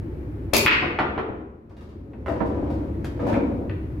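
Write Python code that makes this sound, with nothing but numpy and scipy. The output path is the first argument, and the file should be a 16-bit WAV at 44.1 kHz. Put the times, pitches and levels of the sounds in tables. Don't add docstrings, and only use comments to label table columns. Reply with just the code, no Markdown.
import sys
import numpy as np
from scipy import signal
from scipy.fft import rfft, irfft
from scipy.io import wavfile
from scipy.ndimage import uniform_filter1d

SR = 44100
rng = np.random.default_rng(int(sys.argv[2]) if len(sys.argv) > 2 else 0)


def master_out(mix):
    frames = np.transpose(np.atleast_2d(mix))
    ceiling = np.clip(frames, -1, 1)
    pcm = np.round(ceiling * 32767).astype(np.int16)
    wavfile.write(sys.argv[1], SR, pcm)


N = 176400
T = np.arange(N) / SR
FREQS = np.fft.rfftfreq(N, 1 / SR)
TOP_HZ = 16000

# frequency in Hz, gain in dB.
RAIL_COLOUR = [(40, -16), (90, -5), (170, -8), (300, 6.5), (480, 3), (750, 0.5), (1150, 1), (2000, -4),
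               (2800, -9), (4200, -20), (7000, -37), (16000, -53.5)]
CHANNEL_COLOUR = [(40, -26), (100, -4), (180, -5.5), (290, 8), (420, -1.5), (620, -2), (1000, -8.5),
                  (1500, -16.5), (2400, -22.5), (3300, -31), (7000, -42.5), (16000, -56)]
# frequency in Hz, level in dB, T60 in seconds.
WOOD_MODES = [(231.6, -5.5, 0.93), (304, -1.5, 0.22), (344.5, -5, 0.31), (493, -4, 0.069),
              (552.5, -6, 0.047), (927, -9.5, 0.12)]


def ball_collisions():
    # start in seconds, level in dB, brightness in Hz, L-R in dB.
    break_hits = [(.663, 5, 4986, 0), (.6698, 4, 3780, -0.5), (.6812, -7, 3950, 6), (.706, -5.5, 4000, 7.5),
                  (.713, 2, 4170, 1.5), (.729, -1.5, 4020, -0.5)]
    kiss_hits = [(2.134, -54.5, 2020, -4.5), (3.329, -49, 1100, 1), (3.342, -39.5, 1100, 3),
                 (3.6965, -47.5, 2510, 4)]
    colour = [(50, -27), (300, -8), (700, -16), (1200, -5), (1700, -0.5), (2500, 1), (3200, -8),
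              (4500, -12), (6000, -25.5), (9000, -33.5), (16000, -34.5)]
    modes = [(1550, -2.5, 0.035), (2216, 3.5, 0.04), (2580, 9.5, 0.022)]
    smash = blows(break_hits, body(colour, modes, ring_db=-10.5), chatter_db=-7, chatter_s=.0033, wet_db=6.5)
    kisses = blows(kiss_hits, body(colour, modes, ring_db=-9.5), chatter_db=2, chatter_s=.0052, wet_db=1)
    return smash + kisses


def rail_thumps():
    # start in seconds, level in dB, brightness in Hz, L-R in dB.
    hits = [(.6535, -21.5, 200, 2), (.824, -1, 1488, 0), (.988, -0.5, 3960, -1.5), (1.001, -5.5, 2850, 2),
            (1.03, -11.5, 2200, 0), (1.083, -18, 879, -1.5), (1.178, -9.5, 2220, -5.5),
            (1.19, -12.5, 2140, 6.5), (1.287, -15.5, 450, 5), (1.708, -37, 598, -3), (2.134, -37.5, 800, 2)]
    rail = body(RAIL_COLOUR, WOOD_MODES, ring_db=-18)
    return blows(hits, rail, chatter_db=18, chatter_s=.017, wet_db=-3)


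def cue_stroke():
    # start in seconds, level in dB, brightness in Hz, L-R in dB.
    hits = [(.5325, -29, 1252, 1.5), (.5352, -21.5, 10730, 12), (.545, -23, 12040, 3.5),
            (.556, -25.5, 12000, -1.5), (.5664, -18, 15840, -1.5)]
    colour = [(50, -16.5), (130, -12), (260, 8.5), (460, 4.5), (660, -1), (1000, 3), (1800, -16.5),
              (2600, -1.5), (3200, -5), (5000, -4), (7000, -9), (8500, -11), (12000, -10), (16000, -18)]
    modes = [(239, -7, .25), (2470, 1.5, 0.087), (2684, -0.5, 0.031), (4860, -2, 0.0056),
             (7230, -12, 0.011), (11500, -9, 0.0044)]
    return blows(hits, body(colour, modes, ring_db=-4), chatter_db=19.5, chatter_s=.0065, wet_db=2)


def treble_snaps():
    # start in seconds, level in dB, brightness in Hz, L-R in dB.
    hits = [(.5668, -27, 15930, 1), (.663, -21.5, 15800, -1)]
    colour = [(1000, -24.5), (5000, -5), (10000, -7), (13500, -1), (16000, -12)]
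    return blows(hits, crack(colour), chatter_db=.5, chatter_s=.0023, wet_db=-8.5)


def pocket_drop():
    # start in seconds, level in dB, brightness in Hz, L-R in dB.
    hits = [(2.2615, -27.5, 2200, -6), (2.283, -23, 1204, 3)]
    modes = [(662, 5, 0.092), (1010, -0.5, .06)]
    pocket = body(RAIL_COLOUR, modes, ring_db=-5.5)
    return blows(hits, pocket, chatter_db=4, chatter_s=.025, wet_db=-2.5)


def channel_knocks():
    # start in seconds, level in dB, brightness in Hz, L-R in dB.
    hits = [(2.29, -24, 2510, 4), (2.313, -25.5, 505, 3), (2.359, -28, 1120, 9), (2.405, -22, 1820, -22),
            (2.452, -30, 400, -2), (2.515, -28, 400, -0.5), (2.569, -26.5, 1010, 2.5),
            (2.622, -27, 590, -1.5), (2.703, -27.5, 1160, 1), (3.193, -31, 2220, -1.5),
            (3.227, -28.5, 700, 3.5), (3.268, -27, 1320, -2.5), (3.325, -28, 2500, -4.5),
            (3.362, -20.5, 810, -1), (3.51, -32, 450, 1.5), (3.61, -34, 382, 0.5)]
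    channel = body(CHANNEL_COLOUR, WOOD_MODES, ring_db=-8.5)
    return blows(hits, channel, chatter_db=21.5, chatter_s=.017, wet_db=1.5)


def small_contacts():
    # start in seconds, level in dB, brightness in Hz, L-R in dB.
    clack_hits = [(3.0447, -43.5, 9050, 1), (3.327, -41.5, 2540, -8.5)]
    tick_hits = [(1.695, -45, 5040, 2), (1.767, -38.5, 4900, -2), (1.809, -40.5, 6000, 0),
                 (1.89, -45.5, 5100, 4), (2.262, -46.5, 8870, 13), (2.283, -40, 9000, 0),
                 (2.46, -48, 8930, 7), (2.7015, -47, 7000, -2), (3.0447, -46.5, 8000, 10),
                 (3.2, -49, 5000, -2.5), (3.268, -47.5, 9000, 2), (3.315, -49.5, 9000, -1.5)]
    colour = [(100, 12.5), (700, 6), (1600, -1), (2800, -5), (5000, -8), (8000, -14), (12000, -12),
              (16000, -26)]
    modes = [(1596, -3.5, .03), (1700, 9.5, 0.023), (2500, -3, .03), (3190, -4.5, .02)]
    clack = body(colour, modes, ring_db=-5)
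    return (blows(clack_hits, clack, chatter_db=19, chatter_s=.021, wet_db=-7.5)
            + blows(tick_hits, crack(colour), chatter_db=33, chatter_s=.021, wet_db=3.5))


def rolling_balls():
    # time in seconds, level in dB.
    cloth_levels = [(.66, -32.5), (.72, -8.5), (1.1, -13.5), (1.4, -18), (1.65, -33), (2.1, -29), (3, -32),
                    (4, -62.5)]
    channel_levels = [(2.26, -64), (2.32, -27), (2.55, -30), (2.85, -36.5), (3.0, -49.5), (3.17, -41),
                      (3.3, -23.5), (3.55, -39), (3.75, -48), (4, -57)]
    frame_levels = [(2.2, -35.5), (2.4, -27.5), (2.55, -23), (2.8, -32), (3.05, -44.5), (3.4, -56.5),
                    (4, -32)]
    # frequency in Hz, gain in dB.
    cloth_colour = [(25, -23.5), (66, 4), (100, 4), (170, -6), (330, 1), (600, -17.5), (1200, -30.5),
                    (3000, -46), (16000, -67.5)]
    frame_colour = [(25, -18.5), (45, -15.5), (66, 5), (100, 2.5), (150, -22), (400, -33), (2000, -70.5)]
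    channel = body(CHANNEL_COLOUR, WOOD_MODES, ring_db=-8.5)
    return (rolling(cloth_levels, crack(cloth_colour), bumps_per_s=940, scatter_db=5)
            + rolling(channel_levels, channel, bumps_per_s=400, scatter_db=6)
            + rolling(frame_levels, crack(frame_colour), bumps_per_s=200, scatter_db=-3))


def ventilation():
    # frequency in Hz, level in dB.
    air_colour = [(15, -49), (25, -18), (52, -14), (99, -4), (152, -12), (204, -18.5), (322, -10.5),
                  (469, -25), (523, -26), (722, -36), (895, -33.5), (1050, -38.5), (2230, -45.5),
                  (3260, -57), (7700, -69.5), (12500, -66), (15500, -75)]
    fan_tones = [(65, -37), (101, -41), (300, -49.5)]
    air_db, waver_hz = -32, 3
    out = unit(irfft(diffuse(N) * amp(across(air_colour, FREQS)))) * np.sqrt(N) * amp(air_db)
    for hz, db in fan_tones:
        drift = np.interp(T, np.linspace(0, T[-1], 40), rng.standard_normal(40))
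        out += amp(db) * np.sqrt(2) * np.sin(2 * np.pi * np.cumsum(hz + waver_hz * drift) / SR)
    return out


def blows(hits, response, chatter_db, chatter_s, wet_db):
    t, dry, send = T[:SR // 8], np.zeros((2, 2 * N)), np.zeros(2 * N)
    for (start_s, db, hz, pan_db), noise in zip(hits, rng.standard_normal((len(hits), len(t)))):
        push = amp(chatter_db) * unit(noise * np.exp(-t / chatter_s))
        push[0] += 1
        pole = np.exp(-2 * np.pi * hz / SR)
        push = signal.lfilter([1], [1, -2 * pole, pole ** 2], push)
        sound = amp(db) * np.sqrt(SR / 10) * unit(signal.fftconvolve(push, response))
        at = slice(int(start_s * SR), int(start_s * SR) + len(sound))
        dry[:, at] += amp([[pan_db / 2], [-pan_db / 2]]) * sound
        send[at] += sound
    direct = convolve(dry[:, :N], near())
    reverb = amp(wet_db) * convolve(send[:N], hall())
    return (direct + reverb) / np.hypot(1, amp(wet_db))


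def rolling(levels, response, bumps_per_s, scatter_db):
    chance, size = rng.random(N), rng.standard_normal(N)
    bumps = (chance < bumps_per_s / SR) * amp(scatter_db * np.clip(size, -2, 2)) * rng.choice([-1, 1], N)
    shake = unit(convolve(convolve(bumps, response), hall())) * np.sqrt(N)
    fade_in = np.clip((T - levels[0][0]) / .01, 0, 1)
    return shake * amp(np.interp(T, *np.array(levels).T)) * fade_in


def body(colour, modes, ring_db):
    t = T[:SR // 2]
    ring = sum(amp(db) * unit(np.sin(2 * np.pi * hz * t) * np.exp(-np.log(1000) * t / t60_s))
               for hz, db, t60_s in modes)
    click = crack(colour)
    return unit(amp(ring_db) * unit(ring) + np.pad(click, (0, len(t) - len(click))))


def crack(colour, size=2048):
    cepstrum = irfft(np.log(amp(across(colour, np.fft.rfftfreq(size, 1 / SR)))))
    cepstrum[1:size // 2] *= 2
    cepstrum[size // 2 + 1:] = 0
    return unit(irfft(np.exp(rfft(cepstrum))))


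def near():
    echoes = [(.0012, -8.5), (.0075, -13.5), (0.0101, -8), (0.018, -8.5)]
    response = np.zeros((2, SR // 10))
    response[:, 0] = 1
    for delay_s, db in echoes:
        arrival_s = np.abs(delay_s + .0003 * rng.standard_normal(2))
        response[[0, 1], (arrival_s * SR).astype(int)] += amp(db)
    return unit(response)


def hall(bands=14, build_s=.0045):
    decay = [(60, .75), (300, .85), (1000, .73), (2200, .62), (4500, .53), (8000, .42), (15000, .34)]
    t, f, noise = T[:SR], np.fft.rfftfreq(SR, 1 / SR), diffuse(SR)
    centres_hz = np.geomspace(60, TOP_HZ, bands)
    tail = 0
    for hz, weights in zip(centres_hz, np.eye(bands)):
        band = irfft(noise * across(np.c_[centres_hz, weights], f))
        tail += band * np.exp(-np.log(1000) * t / across(decay, hz))
    return unit(tail * (1 - np.exp(-t / build_s)))


def diffuse(size):
    width = [(30, -26.5), (70, -22), (170, -13), (330, -13.5), (650, -0.5), (1200, 2.5), (16000, -1.5)]
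    mid, side = rfft(rng.standard_normal((2, size)))
    spread = amp(across(width, np.fft.rfftfreq(size, 1 / SR)))
    return np.array([mid + spread * side, mid - spread * side]) / np.sqrt(1 + spread ** 2)


def amp(db):
    return 10 ** (np.asarray(db) / 20)


def across(points, f):
    hz, value = np.array(points, float).T
    return np.interp(np.log(f + 1), np.log(hz), value)


def unit(x):
    return x / np.sqrt(np.mean(np.sum(x ** 2, axis=-1)))


def convolve(x, h):
    return signal.fftconvolve(np.atleast_2d(x), np.atleast_2d(h), axes=-1)[:, :N]


def scene():
    return (cue_stroke() + ball_collisions() + treble_snaps() + rail_thumps() + pocket_drop()
            + channel_knocks() + small_contacts() + rolling_balls() + ventilation())


def record(dry):
    ports = [(60, -0.5), (110, 0.5), (200, 0.5), (380, 2.5), (700, 4.5), (1290, -1), (2380, 2.5),
             (4400, -1.5), (8120, 0.5), (15000, 11)]
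    limit_db, recover_db_per_s, sense_s, ceiling = -15.5, 12, .0071, .8
    dry = irfft(rfft(dry) * amp(np.outer([.5, -.5], across(ports, FREQS))))
    power = uniform_filter1d(np.mean(dry ** 2, axis=0), int(sense_s * SR))
    over_db = np.maximum(10 * np.log10(np.abs(power) + 1e-12) - limit_db, 0)
    duck_db = np.maximum.accumulate(over_db + recover_db_per_s * T) - recover_db_per_s * T
    duck_db = np.interp(T - sense_s / 2 + .001, T, uniform_filter1d(duck_db, size=44))
    out = dry * amp(-duck_db)
    out = out / (1 + (out / ceiling) ** 8) ** (1 / 8)
    return signal.sosfilt(signal.ellip(10, .2, 80, TOP_HZ, fs=SR, output="sos"), out)


dry = scene()
out = record(dry)
master_out(out)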